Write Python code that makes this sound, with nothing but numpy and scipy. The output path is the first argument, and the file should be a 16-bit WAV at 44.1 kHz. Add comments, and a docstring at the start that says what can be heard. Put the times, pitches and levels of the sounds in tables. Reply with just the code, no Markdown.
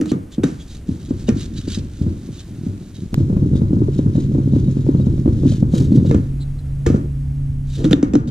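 """Skateboard on a brick patio

Close on the pavers, from a camera with two microphone ports, beside a house that returns a short echo.
The rider lands and rolls off right, rolls in from the left, stalls on a parking block and pops off it.
Tail pops, landings and joints are swelling sine thuds through the ground; cracks, wheel scrub and
squeaks are filtered noise, ringing modes and wandering tones through the air.
A click opens the second ride; a distant motor hums through it, over outdoor rumble, wash and hiss."""
import sys
import numpy as np
from scipy import signal
from scipy.fft import rfft, irfft, next_fast_len
from scipy.io import wavfile
from scipy.ndimage import uniform_filter1d, minimum_filter1d, map_coordinates

SR = 44100
rng = np.random.default_rng(int(sys.argv[2]) if len(sys.argv) > 2 else 0)


def write(x):
    x = np.atleast_2d(x).T
    wavfile.write(sys.argv[1], SR, np.round(np.clip(x, -1, 1) * 32767).astype(np.int16))

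N = 366030
T = np.arange(N) / SR

# Levels in the tables are relative; some sources trim them further.
# deck and trucks strike paving or block: start_s, crack_db, thud_db, thud_hz, thud_swell_s,
# truck_ring_db, rattle_db
BLOWS = [(0.012, -20, -12, 272, 0.0066, -49.5, -43), (0.057, -27, -22, 190, 0.014, -49, -49),
         (0.1163, -21, -5, 237, 0.0054, -39, -46.5), (0.4343, -20.5, -4, 273, 0.007, -26, -34.5),
         (0.439, -19.5, -9.5, 249, 0.011, -23.5, -40), (1.2888, -14.5, -5, 238, 0.0078, -34, -40),
         (6.111, -25.5, -6.5, 141, 0.0024, -35, -41.5), (6.145, -24, -5, 218, 0.0039, -52, -48),
         (6.8641, -16, -5, 278, 0.0026, -45, -32), (6.943, -46, -5.5, 189.6, 0.005, -48, -53),
         (7.843, -23, -6.5, 168, 0.0043, -25, -38.5), (7.8504, -26.5, -8, 308.4, 0.014, -24, -52),
         (7.9095, -23, -5, 179.5, 0.007, -50, -30), (7.93, -13.5, 4.5, 281, 0.0089, -5.5, -36),
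         (8.0272, -14.5, 1, 278, 0.0075, -30, -40), (8.135, -22, -5.5, 253, 0.0073, -40, -37),
         (8.153, -19.5, 6.5, 286, 0.0078, -42, -35)]
# modes of the trucks and deck, each retuned a little per blow: pitch_hz, level_db, decay_s
TRUCK_MODES = [(1430, -15, .004), (1885, -11, .004), (2850, -3, .0015), (3170, 2, .0014), (3660, 8, .0017),
               (4200, -4, .0015)]
# the maple deck and its bolted hardware, around these values: pitch_hz, level_db, decay_s
WOOD_MODES = [(301.6, -0.5, 0.04), (343, 2.5, 0.01), (456.5, -5.5, 0.014), (522.6, -7, 0.012),
              (611, -13.5, 0.012), (747, -19.5, 0.011), (1235, -21.5, 0.017), (1444, -22, 0.0067),
              (1765, -25, .011), (1830, -23.5, 0.013), (2230, -25.5, 0.013)]
# the deck shuddering after a blow: frequency_hz, density_db (dB per Hz)
DECK_SPECTRUM = [(30, -49.5), (80, -5.5), (140, 4), (220, 1.5), (300, 2.5), (380, -9), (470, -15.5),
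                 (650, -32), (950, -39), (2000, -48.5), (4000, -100)]
# cracks in the air: frequency_hz, density_db (dB per Hz)
CRACK_SPECTRUM = [(300, -0.5), (600, 1), (950, -11), (1400, 2.5), (1900, -9), (2500, -8), (3600, -10),
                  (4800, -13), (6200, -7), (9000, -18.5), (15000, -30.5)]
# wheels slap down or drop into the deeper paver joints; the first row is a blow's dying thud:
# start_s, thud_db, thud_hz, knock_db
JOINTS = [(0.001, -13, 292, -32), (0.161, -19.5, 307, -40), (0.381, -7, 263, -32), (0.391, -14.5, 308, -35),
          (0.889, -9, 241, -43), (1.107, -7.5, 260, -29.5), (1.284, -7, 248, -20), (1.363, -12, 237, -44.5),
          (1.676, -13.5, 269, -35), (1.773, -9, 194, -42.5), (2.013, -7, 147.5, -49), (2.064, -7, 168, -34),
          (2.287, -21, 243, -39.5), (2.665, -11, 210, -45), (3.129, -13, 186, -34), (3.177, -6, 170, -32.5),
          (3.204, -10.5, 251, -32), (3.298, -7, 191, -28.5), (3.326, -8, 193, -29.5),
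          (3.365, -5.5, 182, -24), (3.425, -7, 220, -35), (3.531, -5.5, 138, -32), (3.553, -6, 171, -28),
          (3.616, -3.5, 176, -24.5), (3.706, -6.5, 161, -35), (3.73, -5, 260, -33), (3.766, -6.5, 188, -45),
          (3.818, -5.5, 305, -37), (3.883, -11, 375, -31.5), (3.989, -4.5, 265, -26.5),
          (4.06, -4, 184, -32), (4.153, -6.5, 177, -30.5), (4.178, -6, 254, -32), (4.314, -14, 206, -36),
          (4.348, -11, 300, -27), (4.382, -5.5, 255, -33), (4.473, -8.5, 239, -32.5), (4.533, -4, 204, -32),
          (4.561, -6.5, 279, -28.5), (4.681, -10.5, 195, -35.5), (4.768, -8.5, 202, -33.5),
          (4.864, -15, 230, -28.5), (4.888, -3, 290, -26.5), (4.947, -3.5, 173.5, -24.5),
          (4.997, -9.5, 201, -30.5), (5.067, -4.5, 181, -34), (5.178, -17.5, 200, -32),
          (5.258, -5, 223, -26), (5.277, -5, 321, -22), (5.432, -13.5, 308, -28), (5.455, -5.5, 256, -30),
          (5.52, -13.5, 210, -31.5), (5.626, -1.5, 172, -22.5), (5.736, 0, 187, -24.5),
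          (5.808, -7, 239, -36), (5.92, -4.5, 210, -28), (5.972, -2.5, 148, -27), (5.998, -8, 211, -26),
          (6.048, -6.5, 158, -24.5), (6.18, -12, 256, -30.5), (6.9, -4, 262, -27), (8.279, -7, 218, -35)]
# a wheel clacking on a paver edge: frequency_hz, density_db (dB per Hz)
CLACK_SPECTRUM = [(300, -4), (520, 4), (720, -9.5), (930, -9.5), (1500, -20), (7000, -33.5)]
# stretches on the wheels; a negative fade grows: start_s, stop_s, rumble_db, hiss_db, fade_db_per_s
ROLLS = [(0.44, 0.807, -31, -56, 9.5), (0.857, 3.14, -24.5, -55, 1.5), (3.118, 6.173, -16.5, -59.5, -1.2),
         (8.16, 8.302, -32, -64, 3)]
# paving shaken by the wheels: frequency_hz, density_db (dB per Hz)
GROUND_SPECTRUM = [(24, -26.5), (40, -29), (98, -2.5), (130, -3), (166, -5), (310, -8.5), (377, -12.5),
                   (433, -22.5), (527, -25.5), (770, -46.5), (1500, -54), (3300, -120)]
# wheels and trucks scuff sideways: middle_s, nominal length_s, level_db
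SCUFFS = [(0.106, 0.1, -52), (0.338, 0.055, -51), (0.617, 0.058, -53), (0.729, 0.091, -48.5),
          (1.07, 0.17, -54.5), (1.284, 0.024, -44), (1.407, 0.1, -43), (1.589, 0.092, -46),
          (1.729, 0.13, -40.5), (2.37, 0.11, -50), (2.964, 0.041, -49.5), (3.573, 0.05, -51),
          (3.974, 0.1, -52.5), (4.193, 0.12, -51.5), (4.598, 0.17, -54.5), (4.987, 0.26, -57.5),
          (5.517, 0.16, -45.5), (5.797, 0.13, -43), (5.963, 0.11, -52), (6.079, 0.055, -46),
          (7.783, 0.22, -50), (8.284, 0.022, -44.5)]
# the rough notes a scuff sings, before they wander: pitch_hz, level_db against the scuff
SCUFF_NOTES = [(3000, -12), (3720, -4), (4550, -11)]
# wheels scrubbing on gritty brick: frequency_hz, density_db (dB per Hz)
GRIT_SPECTRUM = [(500, -33), (1000, -21.5), (1450, -9.5), (1820, -10), (2100, -13.5), (2750, -9.5),
                 (3060, -7.5), (3380, -6.5), (3700, -1.5), (4080, -5.5), (5200, -8), (6700, -5.5),
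                 (8200, -12), (13000, -24.5), (15500, -40)]
# wheels squeak as the board pivots, around this pitch: start_s, length_s, pitch_hz, level_db
SQUEAKS = [(.085, .035, 3200, -40), (.09, .028, 4400, -40), (.315, .045, 3450, -43), (.592, .04, 3250, -44),
           (1.725, .028, 3100, -36), (6.398, .045, 3950, -43), (6.582, .02, 4000, -50)]
# the board judders on brick or block, or its deck rings roughly in the air after the pop:
# middle_s, length_s, level_db
JUDDERS = [(5.785, 0.13, -29), (6.12, 0.09, -26), (6.888, 0.04, -28), (6.96, 0.06, -24),
           (7.02, 0.13, -34.5), (7.82, 0.11, -26.5), (7.99, 0.08, -28.5), (8.067, 0.04, -28)]
# rough concrete shaking the deck: frequency_hz, density_db (dB per Hz)
CONCRETE_SPECTRUM = [(100, -12), (310, 10), (480, 4), (750, -24), (1800, -45), (7000, -68)]
# the board comes down on the parking block: start_s, ring_db, weight_db
BLOCK_HITS = [(6.112, -15, -22), (6.146, -24, -10.5), (6.863, -16.5, -8)]
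# the clack of the block: pitch_hz, level_db against its hollow note, decay_s
BLOCK_MODES = [(1350, -26, .012), (1740, -20, .013), (2100, -24.5, .01)]
# the distant motor, before its speed wanders: time_s, pitch_hz, level_db
MOTOR = [(3.147, 138.3, -22.5), (4.099, 135.5, -22.5), (5, 134.6, -19.5), (6, 136.5, -22),
         (6.6, 139.5, -27.5), (7.4, 139.2, -22.5), (8.3, 136.7, -30.5)]
# the motor's tones: pitch_ratio (to the motor pitch), level_db
MOTOR_TONES = [(.468, -11), (1, 0.5), (1.794, -18.5), (2, -22)]
# the deep outdoor rumble: time_s, level_db
DEEP_RUMBLE = [(0, -40), (1.5, -28.5), (3, -44.5), (3.15, -27.5), (7.8, -25), (8.3, -24.5)]
# the far wash of the yard: frequency_hz, density_db (dB per Hz)
YARD_SPECTRUM = [(100, -13.5), (250, 15.5), (600, 2), (1000, -6), (2000, -7.5), (4500, -15.5),
                 (9500, -14.5), (14000, -25)]
# where the board is: time_s, bearing (-1 left to 1 right)
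BEARING = [(0, 0.31), (1.3, 0.62), (3.1, 0.71), (3.15, -0.64), (4.5, -0.6), (5.5, -0.61), (6.2, 0.65),
           (7.8, 0.37), (8.3, 0.81)]
# how ground vibration drives the two ports against each other: frequency_hz, side_minus_mid_db
PORT_ROCKING = [(60, -13.5), (130, -20.5), (300, -20), (430, -13.5), (650, 4.5), (900, 18.5), (1500, 13.5)]

CRACK_LENGTH_S = 0.003  # fall time of every crack's bell-shaped burst
STRIKE_SPREAD_DB = 3  # spread of the wood modes from strike to strike
BUMPS_DB, SHUDDER_DB, DRAG_RING_DB = -5.5, -14.5, -10  # brick faces, after a joint, wood in a judder
# shallow joints: rate, thud level over the rumble and its spread
SHALLOW_PER_S, SHALLOW_DB, SHALLOW_SCATTER_DB = 6, -4, 1.5
SHALLOW_HZ, SHALLOW_KNOCK_DB = 229, -29.5  # usual pitch; knock level against the thud
ROLL_ATTACK_S, ROLL_RELEASE_S = 0.03, 0.084
HISS_PATCH_DB, HISS_PATCHES_PER_S = 1.8, 22  # gritty and smooth bricks under the wheels
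CATCH_DB, CATCHES_PER_S = 2.5, 90  # a sliding wheel grips and lets go
# each scuff note wanders in pitch (fraction) and swells on its own
SING_WANDER, SING_SWELL_DB, SING_SWELLS_PER_S = .035, 4, 18
CLICK_S, CLICK_DB, CLICK_DECAY_S = 3.1433, -9.5, 0.0032
AIR_HISS_DB = -67
TOP_HZ = 15400


def undb(db):
    """Decibels to gain."""
    return 10 ** (np.asarray(db) / 20)


def curve(rows):
    """Join (time_s, value) rows by straight lines."""
    return np.interp(T, *np.transpose(rows))


def unit(x):
    """Scale to rms 1."""
    return x / np.sqrt(np.mean(x ** 2))


def noise():
    """White noise, rms near 1."""
    return rng.standard_normal(N)


def walk(rate):
    """Smooth chance, spread near 1, with about `rate` turns a second."""
    hold = max(int(SR / rate), 1)
    steps = np.repeat(rng.standard_normal(N // hold + 1), hold)
    return 1.272 * uniform_filter1d(steps, hold)[:N]


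def gains(points, hz):
    """Read a (frequency_hz, level_db) spectrum on a log-frequency axis."""
    f, db = np.transpose(points)
    return undb(np.interp(np.log(hz + 1), np.log(f), db))


def colour(x, points, size=4096):
    """Causal, minimum-phase filter of unit energy with the given spectrum."""
    cepstrum = irfft(np.log(gains(points, np.fft.rfftfreq(size, 1 / SR))))
    cepstrum[1:size // 2] *= 2  # fold the cepstrum onto positive time
    cepstrum[size // 2 + 1:] = 0
    response = irfft(np.exp(rfft(cepstrum)))
    return signal.oaconvolve(x, response / np.linalg.norm(response))[:N]


def add(track, s, sound):
    """Mix a sound into a track at time s."""
    i = max(int(s * SR), 0)
    track[i:i + len(sound)] += sound[:N - i]


def grains(rate, spread_db):
    """Random tiny impacts, a few much larger than the rest, together rms 1."""
    hits = rng.random(N) < rate / SR
    sizes = undb(spread_db * np.minimum(rng.exponential(size=N), 3))
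    return unit(hits * noise() * sizes)


def thud(hz, swell_s, size=5000):
    """The loaded board bounces on its wheels: a few cycles that swell and die."""
    t = T[:size]
    swell = (t / swell_s * np.exp(1 - t / swell_s)) ** 2
    return -swell * np.sin(2 * np.pi * hz * t)


def mode(hz, decay_s, size=8000):
    """A struck resonance: a sine that decays exponentially."""
    return np.exp(-T[:size] / decay_s) * np.sin(2 * np.pi * hz * T[:size])


def ringing(kicks, decay_s, size=20000):
    """Envelope of the vibration that lingers after each kick, summed as energy."""
    energy = signal.oaconvolve(kicks ** 2, np.exp(-2 * T[:size] / decay_s))[:N]
    return np.sqrt(np.abs(energy))


def wood(size=5000):
    """The deck's ring; where it is struck decides which modes speak, so each strike is drawn anew."""
    ring = np.zeros(size)
    for hz, db, decay_s in WOOD_MODES:
        level = undb(db + STRIKE_SPREAD_DB * rng.normal())
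        ring += level * mode(hz * (1 + 0.018 * rng.normal()), decay_s, size=size)
    return ring


def through_deck(x):
    """Small knocks ring the deck's modes."""
    ring = wood()
    return signal.oaconvolve(x, ring / np.linalg.norm(ring))[:N]


def blows(thud_db=0.5, crack_db=-3.0, ring_db=0, knock_db=-11, knock_hz=470, knock_s=0.0034,
          shake_db=-12.5, shake_s=0.062, rattle_s=0.04, rebound_db=5, rebounds_per_s=260,
          bite_s=0.0012, size=5000):
    """Blows thud, crack and ring trucks and deck; loose hardware rattles and rebounds: (ground, air)."""
    ground, clatter, metal, body, heavy, loose = np.zeros((6, N))
    bite = 1 - np.exp(-T[:size] / bite_s)  # contact builds up as grit crushes
    burst = bite * np.exp(-(T[:size] / CRACK_LENGTH_S) ** 2)
    for s, crack, weight, hz, swell_s, ring, rattle in BLOWS:
        knock = undb(knock_db) * thud(knock_hz, knock_s)
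        add(ground, s, undb(weight + thud_db) * (thud(hz, swell_s) + knock))
        add(clatter, s, undb(crack + crack_db) * burst)
        tones = sum(undb(db) * mode(f * (1 + 0.023 * rng.normal()), decay_s, size=size)
                    for f, db, decay_s in TRUCK_MODES)
        add(metal, s, undb(ring + ring_db) * bite * tones)
        add(body, s, undb(crack) * bite * wood(size=size))
        add(heavy, s, undb([weight]))
        add(loose, s, undb([rattle]))
    ground += undb(shake_db) * colour(noise() * ringing(heavy, shake_s), DECK_SPECTRUM)
    rattling = ringing(loose, rattle_s)
    rebounds = rattling * grains(rebounds_per_s, 0.87)
    body += undb(rebound_db) * through_deck(rebounds)
    fine_cracks = (clatter + 0.95 * rattling) * grains(22000, .5)
    return ground, metal + body + colour(fine_cracks + 0.5 * rebounds, CRACK_SPECTRUM)


def joints(thud_db=0.8, swell_s=0.0037, knock_db=5, knock_hz=480, knock_s=0.0032, flex_hz=94,
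           flex_db=-25, far_db=21, flex_s=0.032, shake_s=0.068, clack_db=-10.5, clack_s=0.015):
    """Each row gives a knock, bounce, deck flex, short shudder and hollow clack: (ground, air)."""
    ground, kicks, edges = np.zeros((3, N))
    rows = np.vstack([JOINTS, shallow_joints()])
    detune = np.exp(0.072 * rng.standard_normal((len(rows), 2)))
    for (s, db, hz, knock), (knock_tune, flex_tune) in zip(rows, detune):
        far = abs(np.interp(s, *np.transpose(BEARING)))  # further off, the bass takes a larger share
        add(ground, s, undb(db + thud_db) * thud(hz, swell_s))
        add(ground, s, undb(knock + knock_db) * thud(knock_hz * knock_tune, knock_s))
        add(ground, s, undb(db + flex_db + far_db * far) * thud(flex_hz * flex_tune, flex_s))
        add(kicks, s, undb([db]))
        add(edges, s, undb([knock]))
    shudder = undb(SHUDDER_DB) * noise() * ringing(kicks, shake_s)
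    clacks = undb(clack_db) * grains(2500, 0.92) * ringing(edges, clack_s)
    return ground + colour(shudder, GROUND_SPECTRUM), colour(clacks, CLACK_SPECTRUM)


def shallow_joints(count=90):
    """Lesser joints pass at random, as strong as the rolling rumble. Returns rows like JOINTS."""
    rumble, _ = riding()
    place, strength, pitch = rng.standard_normal((count, 3)).T
    s = (np.arange(count) + place / 2) / SHALLOW_PER_S
    rumble_db = 20 * np.log10(np.interp(s, T, rumble) + 1e-9)
    db = rumble_db + SHALLOW_DB + SHALLOW_SCATTER_DB * strength
    rows = np.column_stack([s, db, SHALLOW_HZ * np.exp(0.22 * pitch), db + SHALLOW_KNOCK_DB])
    return rows[(s > 0) & (s < T[-1])]


def riding():
    """Each stretch starts quickly, fades or grows steadily and dies away: gains (rumble, hiss)."""
    rumble, hiss = np.zeros((2, N))
    for start, stop, rumble_db, hiss_db, fade in ROLLS:
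        attack = np.clip((T - start) / ROLL_ATTACK_S, 0, 1)
        release = np.exp(-np.maximum(T - stop, 0) / ROLL_RELEASE_S)
        level = attack * release * undb(-fade * np.maximum(T - start, 0))
        rumble += undb(rumble_db) * level
        hiss += undb(hiss_db) * level
    return rumble, hiss


def rolling(patchy_db=3.0, patches_per_s=12, soft_hz=340):
    """Bumps of the brick faces, some rougher than others, shake the paving through the soft wheels."""
    rumble, _ = riding()
    bumps = grains(400, 1.1) * rumble * undb(BUMPS_DB + patchy_db * walk(patches_per_s))
    soft_wheels = signal.butter(N=2, Wn=soft_hz, fs=SR, output="sos")
    return signal.sosfilt(soft_wheels, colour(bumps, GROUND_SPECTRUM))


def scrub(db=-0.4, tread_db=0, chatter_db=2.0, sand_db=-8):
    """Wheels hiss and crush sand; pushed sideways they catch and slip, singing at a wandering pitch."""
    slide = np.zeros(N)
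    for s, length, scuff_db in SCUFFS:
        window = signal.windows.tukey(int(length * SR * 3 / 2), .8)  # its soft ends reach past the length
        add(slide, s - length * 3 / 4, undb(scuff_db + db) * window)
    slide *= undb(CATCH_DB * walk(CATCHES_PER_S))
    slips = grains(16000, .6) * undb(chatter_db * walk(220))
    _, hiss = riding()
    tread = hiss * undb(tread_db + HISS_PATCH_DB * walk(HISS_PATCHES_PER_S))
    rub = np.hypot(slide, tread)
    sand = grains(160, 2.2) * rub * undb(sand_db)
    sing = np.zeros(N)
    for hz, note_db in SCUFF_NOTES:
        turns = np.cumsum(hz * (1 + SING_WANDER * walk(CATCHES_PER_S))) / SR
        swell = undb(note_db + SING_SWELL_DB * walk(SING_SWELLS_PER_S))
        sing += swell * slide * walk(220) * np.sin(2 * np.pi * turns)  # the fast walk roughens the note
    return colour(slips * rub + sand, GRIT_SPECTRUM) + sing + colour(noise() * tread / 2, CRACK_SPECTRUM)


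def squeaks(arch=0.056, octave_db=-7):
    """Stick-slip locks briefly into a rough pitch that rises and falls."""
    out = np.zeros(N)
    waver = .065 * walk(1800)
    for s, length, hz, db in SQUEAKS:
        grip = np.sin(np.linspace(0, np.pi, int(length * SR)))
        pitch = hz * (1 + arch * (grip - 2 / np.pi) + waver[int(s * SR):][:len(grip)])
        phase = 2 * np.pi * np.cumsum(pitch) / SR
        add(out, s, undb(db) * grip * (np.sin(phase) + undb(octave_db) * np.sin(2 * phase)))
    return out


def judder(scrape_db=-24):
    """Short trains of tiny impacts swell and fade, shaking the deck, ringing wood, scraping: (ground, air)."""
    strength = np.zeros(N)
    for s, length, db in JUDDERS:
        swell = np.sin(np.linspace(0, np.pi, int(length * SR)))
        add(strength, s - length / 2, undb(db) * swell)
    impacts = grains(1100, 0.74) * strength
    ring = undb(DRAG_RING_DB) * through_deck(impacts)
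    scrape = undb(scrape_db) * colour(impacts, CRACK_SPECTRUM)
    return colour(impacts, CONCRETE_SPECTRUM), ring + scrape


def block_hits(sink_hz=78, sink_s=0.011, hollow_hz=458, hollow_s=0.028):
    """Weight sinks onto the parking block, which rings a hollow note and a bright clack: (ground, air)."""
    ground, air = np.zeros((2, N))
    for s, ring, weight in BLOCK_HITS:
        add(ground, s, undb(weight) * thud(sink_hz, sink_s))
        add(ground, s, undb(ring) * mode(hollow_hz, hollow_s))
        add(air, s, sum(undb(ring + db) * mode(hz, decay_s) for hz, db, decay_s in BLOCK_MODES))
    return ground, air


def click(size=600):
    """One dry click, a decaying pulse, opens the second ride."""
    out = np.zeros(N)
    add(out, CLICK_S, undb(CLICK_DB) * np.exp(-T[:size] / CLICK_DECAY_S))
    return out


def motor(waver=0.0065, throb_db=1):
    """A far motor drones through the second ride, its speed wandering and each tone throbbing slightly."""
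    s, *columns = np.transpose(MOTOR)
    hz, level_db = (np.interp(T, s, column) for column in columns)
    turns = np.cumsum(hz * (1 + waver * walk(14))) / SR
    drone = np.zeros(N)
    for ratio, db in MOTOR_TONES:
        drone += undb(level_db + db + throb_db * walk(11)) * np.sin(2 * np.pi * ratio * turns)
    return np.sqrt(2) * drone * (T > CLICK_S)


def yard(air_db=-50, deep_db=0):
    """Outdoor air: a low rumble and far wash common to both ports, and a faint hiss in each."""
    # both spectra: frequency_hz, density_db
    deep = [(10, -36.0), (22, -6.5), (35, -9.5), (55, -5.5), (90, -7.0), (200, -23.0), (600, -77)]
    fine = [(200, -18), (700, -6), (1500, 3.5), (4000, -6.0), (10000, -5), (14000, -25)]
    rumble = colour(noise(), deep) * undb(curve(DEEP_RUMBLE) + deep_db)
    wash = undb(air_db + walk(1.8)) * colour(noise(), YARD_SPECTRUM)
    hiss = np.array([colour(noise(), fine) for _ in range(2)])
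    return rumble + wash + undb(AIR_HISS_DB) * hiss


def through_ground(x, turn=-1.26, bass_turn=-1.45, own_db=-24):
    """Ground vibration reaches both ports alike in the bass and rocks the camera higher up."""
    size = next_fast_len(N)
    hz = np.fft.rfftfreq(size, 1 / SR)
    angle = np.interp(hz, [350, 600], [bass_turn, turn / 2])  # phase of the rocking, radians
    side = irfft(rfft(x, size) * gains(PORT_ROCKING, hz) * np.exp(1j * angle), size)[:N]
    side += undb(own_db) * np.interp(T - .011, T, x)  # a later wave through the paving, from the side
    return np.array([x + side, x - side])


def through_air(x, port_lag_s=.00006, shade_db=2.0, echo_db=-10, echo_decay_s=0.067,
                treble_decay_s=0.018, treble_db=2, split_hz=2600, wall_s=0.00045, size=16000):
    """The far port hears later and softer; the house front scatters an echo whose treble dies first."""
    bearing = curve(BEARING)
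    direct = []
    for ear in (-1, 1):  # left, right
        arrival = (T + ear * bearing * port_lag_s / 2) * SR
        direct.append(map_coordinates(x, [arrival], order=3) * undb(ear * bearing * shade_db))
    t = T[:size]
    scatter = rng.standard_normal((2, size))
    low = signal.butter(N=6, Wn=split_hz, fs=SR, output="sos")
    high = signal.butter(N=6, Wn=split_hz, btype="high", fs=SR, output="sos")
    dull = signal.sosfilt(low, scatter) * np.exp(-t / echo_decay_s)
    bright = signal.sosfilt(high, scatter) * np.exp(-t / treble_decay_s)
    tails = (dull - undb(treble_db) * bright) * np.minimum(t / wall_s, 1)
    echo = [signal.oaconvolve(x, tail / np.linalg.norm(tail))[:N] for tail in tails]
    return np.array(direct) + undb(echo_db) * np.array(echo)


def scene():
    """Thuds, rumble and motor arrive by the paving, the board's bright sounds by the air."""
    blow_thuds, cracks = blows()
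    joint_thuds, ticks = joints()
    shaking, scrape = judder()
    block_thuds, clacks = block_hits()
    ground = through_ground(blow_thuds + joint_thuds + block_thuds + rolling() + shaking + motor())
    air = through_air(cracks + clacks + ticks + scrape + scrub() + squeaks())
    return ground + air + click() + yard()


def record(dry, recover_db_per_s=40):
    """A limiter ducks both ports on the loudest peaks and recovers steadily; the top is cut."""
    over_db = np.maximum(20 * np.log10(np.abs(dry).max(axis=0) / .95 + 1e-9), 0)
    duck_db = np.maximum.accumulate(over_db + recover_db_per_s * T) - recover_db_per_s * T
    gain = uniform_filter1d(minimum_filter1d(undb(-duck_db), size=60), size=60)
    top_cut = signal.ellip(8, .2, 70, TOP_HZ, fs=SR, output="sos")
    return signal.sosfilt(top_cut, dry * gain)


dry = scene()
out = record(dry)
write(out)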